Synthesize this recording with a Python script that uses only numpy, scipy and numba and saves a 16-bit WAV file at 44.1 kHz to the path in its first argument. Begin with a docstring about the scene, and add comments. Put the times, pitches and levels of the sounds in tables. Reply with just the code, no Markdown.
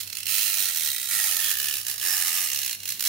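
"""A wind-up tin toy rolls over a paper-covered table in a small room with a faint hum.
It starts on the right, labouring tick by tick. From 0.3 s the spring races the escapement at up to
100 ticks a second: each tick bounces and rings the tin shell, gears chatter, loose tabs clink.
The arm linkage rattles in midrange surges near 0.5, 1.3 and 2.3 s as the toy drifts a little
towards the centre. At 2.7 s the works stall into single ticks, then pick up again at the very end."""
import sys
import numpy as np
from scipy import signal
from scipy.fft import rfft, irfft, next_fast_len
from scipy.io import wavfile
from scipy.ndimage import uniform_filter1d
from numba import njit

SR = 44100
rng = np.random.default_rng(int(sys.argv[2]) if len(sys.argv) > 2 else 0)


def master_out(mix):
    """Clip the mix to full scale and print it as 16-bit PCM to the path in sys.argv[1]."""
    frames = np.transpose(np.atleast_2d(mix))
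    ceiling = np.clip(frames, -1, 1)
    pcm = np.round(ceiling * 32767).astype(np.int16)
    wavfile.write(sys.argv[1], SR, pcm)


N = 135828

# Tone of the still room. Each row: frequency in Hz, EQ gain in dB.
ROOM_TONE_EQ = [(15, -36), (30, -8), (60, -1.5), (110, 2), (200, 2.5), (300, -2.5), (600, -7.5),
                (2000, -12), (16000, -21.5)]
# Midrange peaks of the clatter, coloured by reflection off the table. Each row: centre in Hz, width
# in Hz, gain in dB, shift at full glide in Hz, top of its swell in seconds, half-length in seconds.
MID_PEAKS = [(871, 75, -6, -47, 2.23, 0.35), (837, 105, -9.5, -54, 1.27, 0.21),
             (702, 170, -10.5, 0, 0.57, 0.23), (1426, 86, -2, -190, 0.99, 0.94),
             (1406, 81, -2.5, -190, 2.29, 0.39), (1977, 82, 1, -290, 0.75, 0.32),
             (1993, 64, 7.5, -300, 1.136, 0.27), (1997, 77, 8, -300, 1.59, 0.16),
             (1970, 110, 3, -300, 2.075, 0.19), (2164, 240, -2, -100, 2.8, 0.42)]
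# The peaks rise for a second, then glide down as the toy moves.
# Each row: time in seconds, share of the full downward glide.
PEAK_GLIDE = [(0, 0.62), (.4, 0.49), (1.0, 0.011), (1.24, 0.39), (1.55, 0.82), (2.05, 0.83), (3.08, 0.95)]
# Rings of the tin panels. Each row: pitch in Hz, gain in dB, 60 dB decay time in seconds,
# time the panel faces the listener in seconds, half-length of that swell in seconds.
PANEL_MODES = [(2650, -1, .02, .25, .2), (2850, -1, .012, .35, .3), (3190, -7, .02, .6, .4),
               (3500, 3, .008, .62, .05), (3350, 6.5, .007, 1.46, .055), (3950, -3, .012, .55, .25),
               (3780, 0, .018, .97, .18), (4320, -7, .015, .08, .12), (2570, -3, .025, 1.7, .1),
               (2960, -3, .02, 1.7, .3), (2830, -2, .018, 2.65, .5), (4230, -4, .025, 2.8, .3),
               (5430, -2, .018, .25, .25), (5290, 5.5, .035, 2.11, .055), (5650, -4, .018, 2.7, .7),
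               (7300, -2, .012, 2.3, .2), (8250, -2, .022, .7, .4), (9830, -4, .015, 1.35, .3),
               (10580, 0, .008, 2.28, .16), (13700, 1, .007, .7, .6), (14870, -2, .02, 1.5, .2)]
# Colour of a tick on the tin. Each row: frequency in Hz, EQ gain in dB.
TIN_EQ = [(30, -90), (200, -34), (500, -24.5), (700, -20), (1050, -23), (1500, -13), (2000, -5),
          (2300, -7.5), (2750, -7.5), (4000, -2), (4800, -3.5), (5600, -0.25), (7000, -0.5), (7700, -1.5),
          (10000, 2), (12500, 1.1), (14200, 1), (16000, 1.15)]
# Place of the toy. Each row: time in seconds, left minus right in dB.
TOY_PAN = [(0, -11.5), (.6, -9.5), (1.7, -8), (3.08, -7)]
# Speed of the clockwork. Each row: time in seconds, escapement teeth per second.
TOOTH_RATE = [(0.0, 47.6), (0.14, 34.8), (0.17, 69.3), (0.23, 29.2), (0.29, 100.4), (0.49, 102.5),
              (0.51, 93.9), (0.64, 98.3), (0.76, 76.6), (0.78, 83.1), (0.94, 65.9), (0.97, 50.2),
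              (1.04, 77.8), (1.07, 59.5), (1.12, 102.5), (1.25, 97.6), (1.28, 101.0), (1.35, 85.4),
              (1.45, 101.2), (1.51, 94.5), (1.55, 61.4), (1.66, 75.0), (1.81, 65.3), (1.83, 51.8),
              (1.93, 73.9), (1.97, 41.4), (2.03, 82.8), (2.13, 99.4), (2.25, 81.3), (2.28, 96.2),
              (2.31, 76.4), (2.37, 96.1), (2.45, 90.6), (2.5, 61.3), (2.56, 73.4), (2.77, 54.1),
              (2.83, 32.4), (2.91, 78.1), (2.96, 42.8), (3.08, 95.6)]
# Force of the running works. Each row: time in seconds, relative level in dB.
WORKS_FORCE = [(0, 10.5), (.05, -11), (.115, -14), (.17, -5), (.245, -14), (.28, -4), (.45, -2.5),
               (.55, -4.5), (.69, -3), (.72, -7), (.77, -2), (1.06, -4.5), (1.13, -2), (1.28, -1.5),
               (1.36, -3.5), (1.5, -1.5), (1.55, -3), (1.67, -1.5), (1.78, -3), (1.81, -8), (1.85, -10),
               (1.87, -1), (1.92, -3.5), (1.94, -7), (1.97, -6.5), (2.06, -0.5), (2.4, -2), (2.55, -3),
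               (2.73, -2.5), (2.765, -18), (2.82, -10), (2.91, 6), (2.98, -8), (3.08, 8)]
# Surges in which the arm linkage rattles. Each row: start and end in seconds.
ARM_SURGES = [(.285, .705), (1.1, 1.54), (2.03, 2.485), (3.035, 3.2)]
# Stretches where the works labour one tooth at a time. Each row: start and end in seconds.
STALLS = [(0, .276), (2.74, 3.09)]
# Single ticks in those stalls. Each row: start in seconds, relative level in dB.
STALL_TICKS = [(.001, -10), (.0085, -5.5), (0.031, -9.5), (0.073, -10), (.0992, -9.5), (0.127, -6),
               (0.1511, -8), (0.1693, -6), (0.1837, -7.5), (0.2027, -8), (0.23, -8.5), (0.2555, -7.5),
               (0.2663, -2.5), (2.748, -8), (2.802, -12), (2.8314, -8), (2.855, -4), (2.8767, -4),
               (2.8888, 0), (2.9025, -2.5), (2.9201, -2.5), (2.937, -22), (2.9498, -14), (2.9735, -14),
               (2.994, -4), (3.006, 1.5), (3.0234, -0.5), (3.038, -0.5), (3.05, 1.5), (3.058, 0.5),
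               (3.065, -2.5), (3.072, 2)]

FULL_SPEED_HZ = 95
SHELL_DB, PANEL_DB, CLINK_DB, MID_DB = -26.5, -37, -43, -44  # rms before panning
AIR_DB, HUM_DB = -59.5, -61.5  # rms


def amp(db):
    """Decibels to gain."""
    return 10 ** (np.asarray(db) / 20)


def curve(table, t):
    """Automation: straight lines through the rows of a table."""
    return np.interp(t, *np.array(table, float).T)


def level(x, db):
    """Set the rms level."""
    return x * amp(db) / np.sqrt(np.mean(x ** 2))


def unit(x):
    """Unit energy along the last axis."""
    return x / np.sqrt(np.sum(x ** 2, axis=-1, keepdims=True))


def fade(t, t60):
    """Exponential decay, 60 dB down at t60."""
    return np.exp(-np.log(1000) * t / t60)


def equalise(x, points):
    """Minimum-phase EQ through (Hz, dB) points."""
    hz, db = np.array(points, float).T
    size = next_fast_len(N + 8192)
    gain = amp(np.interp(np.log(np.fft.rfftfreq(2 * size, 1 / SR) + 1), np.log(hz), db))
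    cepstrum = irfft(np.log(gain))
    cepstrum[1:size] *= 2
    cepstrum[size + 1:] = 0
    return irfft(rfft(x, 2 * size) * np.exp(rfft(cepstrum)))[..., :N]


def convolve(x, response):
    """Play mono x through a stereo response."""
    return signal.oaconvolve(x[None], response, axes=-1)[:, :N]


@njit
def bandpass(x, hz, width):
    """State-variable band-pass with a moving centre."""
    y, band, low = np.empty(len(x)), 0., 0.
    for i in range(len(x)):
        g, damping = np.tan(np.pi * hz[i] / SR), width / hz[i]
        v = (band + g * (x[i] - low)) / (1 + g * (g + damping))
        band, low, y[i] = 2 * v - band, low + 2 * g * v, damping * v
    return y


def pace(t):
    """Speed in doublings from full speed; every speed_db is dB per doubling."""
    return np.log2(curve(TOOTH_RATE, t) / FULL_SPEED_HZ)


def swell(t, top, span, floor=.14):
    """A bell-shaped rise and fall above a faint floor."""
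    return floor + np.exp(-np.square((t - top) / span))


def room_tone(t, hum_hz=98.5, waver=.6, waver_hz=16):
    """Soft air and a low hum that wavers in level and phase."""
    mid, side = equalise(rng.standard_normal((2, N)), ROOM_TONE_EQ)
    air = level(mid + 0.26 * side * np.array([[1], [-1]]), AIR_DB)
    span = int(SR / waver_hz)
    drift = uniform_filter1d(rng.standard_normal((2, N)), span, mode="wrap")
    wobble, slip = waver * level(uniform_filter1d(drift, span // 2, mode="wrap"), 0)
    phase = 2 * np.pi * hum_hz * t
    return air + level((1 + wobble) * np.sin(phase) + slip * np.cos(phase), HUM_DB)


def room_reverb(x, t60=.3, wet_db=-7.5, predelay_s=.0056):
    """Short diffuse tail of a small furnished room."""
    age = np.arange(SR // 2) / SR
    tail = rng.standard_normal((2, len(age))) * fade(age, t60) * (age > predelay_s)
    return amp(wet_db) * convolve(x, unit(tail))


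def arm_surge(t, edge_s=.025):
    """Ramps to 1 while the arm linkage rattles, 0 elsewhere."""
    return sum(np.clip(np.minimum(t - start, end - t) / edge_s + .5, 0, 1) for start, end in ARM_SURGES)


def mid_clatter(knocks, t, speed_db=4.5, surge_db=2.5, pan_db=-6.5):
    """Gliding peaks, the colour of the table's reflection, rasp on the right with speed and surges."""
    drive, out = knocks * amp(speed_db * pace(t) + surge_db * arm_surge(t)), 0
    for hz, width, db, shift, top, span in MID_PEAKS:
        centre = hz + shift * curve(PEAK_GLIDE, t)
        tone = bandpass(drive * swell(t, top, span), centre, float(width))
        out = out + amp(db) * bandpass(tone, centre, hz / 2)
    return level(out, MID_DB) * amp(np.array([[pan_db], [-pan_db]]) / 2)


def loose_tabs(times, blow_db, share=.6, low_hz=2700, high_hz=8000, t60=.028, scatter_db=1.5):
    """Some blows shake a loose tab, which clinks briefly with two pitches of its own."""
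    size = 3000
    age, out = np.arange(size) / SR, np.zeros((2, N + size))
    for start, db in zip(times, blow_db):
        hz = low_hz * (high_hz / low_hz) ** rng.random((2, 1))
        tone = np.sin(2 * np.pi * hz * age + np.pi * rng.random((2, 2, 1))).sum(axis=1)
        gain = amp(db + scatter_db * rng.standard_normal()) * (rng.random() < share)
        i = int(np.clip(start * SR, 0, N))
        out[:, i:i + size] += gain * tone * fade(age, t60 * (.5 + rng.random()))
    return level(out[:, :N], CLINK_DB)


def tin_panels(knocks, t, seats=3, detune=.0036, hold_s=.011):
    """Metallic rings swell as the panels turn past; the loose tin shifts pitch from blow to blow."""
    age, out = t[:SR // 10], 0
    push = knocks * amp(-.08 * curve(WORKS_FORCE, t))  # soft ticks favour the rings
    for hz, db, t60, facing, span in PANEL_MODES:
        seat = rng.integers(seats, size=N)[(t / hold_s).astype(int)]
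        drive = amp(db) * push * swell(t, facing, span)
        phase = np.pi * rng.random((2, 1))
        for k in range(seats):
            tone = np.sin(2 * np.pi * hz * (1 + detune * (k - 1)) * age + phase)
            out = out + convolve(drive * (seat == k), unit(fade(age, t60) * tone))
    low_cut = signal.butter(3, 1500, "high", fs=SR, output="sos")  # the panel rings are kept above 1.5 kHz
    return level(signal.sosfilt(low_cut, out), PANEL_DB)


def tin_spot(crack_t60=.014, ring_t60=.053, ring_db=-5, widen_hz=2970, size=6000):
    """One spot of tin answers with a crack and a dense short ring, centred low and wide up top."""
    age, hz = np.arange(size) / SR, np.fft.rfftfreq(size, 1 / SR)
    coherence = .16 + .82 / (1 + (hz / widen_hz) ** 4)
    mid, side = rfft(rng.standard_normal((2, size)))
    noise = irfft(mid * np.sqrt(1 + coherence) + side * np.sqrt(1 - coherence) * np.array([[1], [-1]]))
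    envelope = np.hypot(unit(fade(age, crack_t60)), amp(ring_db) * unit(fade(age, ring_t60)))
    return unit(noise * envelope)


def tin_shell(knocks, t, spots=28, spread=1.3, dull_hz=6600, speed_db=3):
    """Knocks land on neighbouring spots of tin, which change as the toy rolls; slow ticks are duller."""
    spot = np.round(spots * t / t[-1] + spread * rng.standard_normal(N)) % spots
    clatter = equalise(sum(convolve(knocks * (spot == k), tin_spot()) for k in range(spots)), TIN_EQ)
    low = signal.sosfiltfilt(signal.butter(2, dull_hz, fs=SR, output="sos"), clatter)
    treble = (clatter - low) * amp(speed_db * pace(t))
    return level(low + treble, SHELL_DB)


def gear_chatter(t, hits_per_s=1000, trim_db=-21.5, speed_db=.5, scatter_db=.5):
    """Loose teeth knock at random, harder with force and speed."""
    hits = rng.random(N) < hits_per_s / SR
    db = trim_db + curve(WORKS_FORCE, t) / 2 + speed_db * pace(t) + scatter_db * rng.standard_normal(N)
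    return hits * amp(db) * rng.choice([-1, 1], N)


def bounces(times, blow_db, count=6, gap_s=.0008, touch_db=-2, loss_db=.8, scatter_db=.84):
    """Each blow is a light first touch, then a string of fading bounces, one click each."""
    gaps = gap_s * (.5 + rng.random((len(times), count)))
    contacts = times[:, None] + np.cumsum(gaps, axis=1) - gaps[:, :1]
    contour_db = np.r_[touch_db, -loss_db * np.arange(count - 1)]
    shares = unit(amp(contour_db + scatter_db * rng.standard_normal(gaps.shape)))
    sizes = shares * amp(blow_db)[:, None] * rng.choice([-1, 1], gaps.shape)
    inside = (contacts >= 0) & (contacts < (N - 1) / SR)
    return np.bincount((contacts[inside] * SR).astype(int), sizes[inside], N)


def escapement(t, lead_s=.0005, jitter_s=.0003, scatter_db=1.5):
    """Times and levels of the blows: two pallets strike in turn; a stall leaves only single ticks."""
    cycles = .7 + np.cumsum(curve(TOOTH_RATE, t)) / SR  # starts partway through a tooth
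    teeth, blows = np.arange(1, int(cycles[-1]) + 1), [np.array(STALL_TICKS)]
    # The second pallet lands about half a tooth later, softer, and falls away at low speed.
    for offset, pallet_db, speed_db in ((0, 0, 0), (.52, -5.5, 6.5)):
        times = np.interp(teeth + offset, cycles, t)
        slip, strength = rng.standard_normal((len(times), 2)).T
        stalled = np.any([(times > start) & (times < end) for start, end in STALLS], axis=0)
        db = curve(WORKS_FORCE, times) + pallet_db + speed_db * pace(times) + scatter_db * strength
        blows.append(np.c_[times - lead_s + jitter_s * slip, db][~stalled])
    return np.vstack(blows).T


def scene():
    """The clockwork knocks on the tin, whose clatter drifts in from the right."""
    t = np.arange(N) / SR
    times, blow_db = escapement(t)
    knocks = bounces(times, blow_db) + gear_chatter(t)
    tin = tin_shell(knocks, t) + tin_panels(knocks, t) + loose_tabs(times, blow_db)
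    pan_db = curve(TOY_PAN, t)
    toy = tin * amp(np.array([pan_db, -pan_db]) / 2) + mid_clatter(knocks, t)
    return toy + room_reverb(toy.mean(axis=0)) + room_tone(t)


def record(dry):
    """A steep high cut at 15.8 kHz on the whole mix."""
    return signal.sosfilt(signal.ellip(12, .2, 80, 15800, fs=SR, output="sos"), dry)


dry = scene()
out = record(dry)
master_out(out)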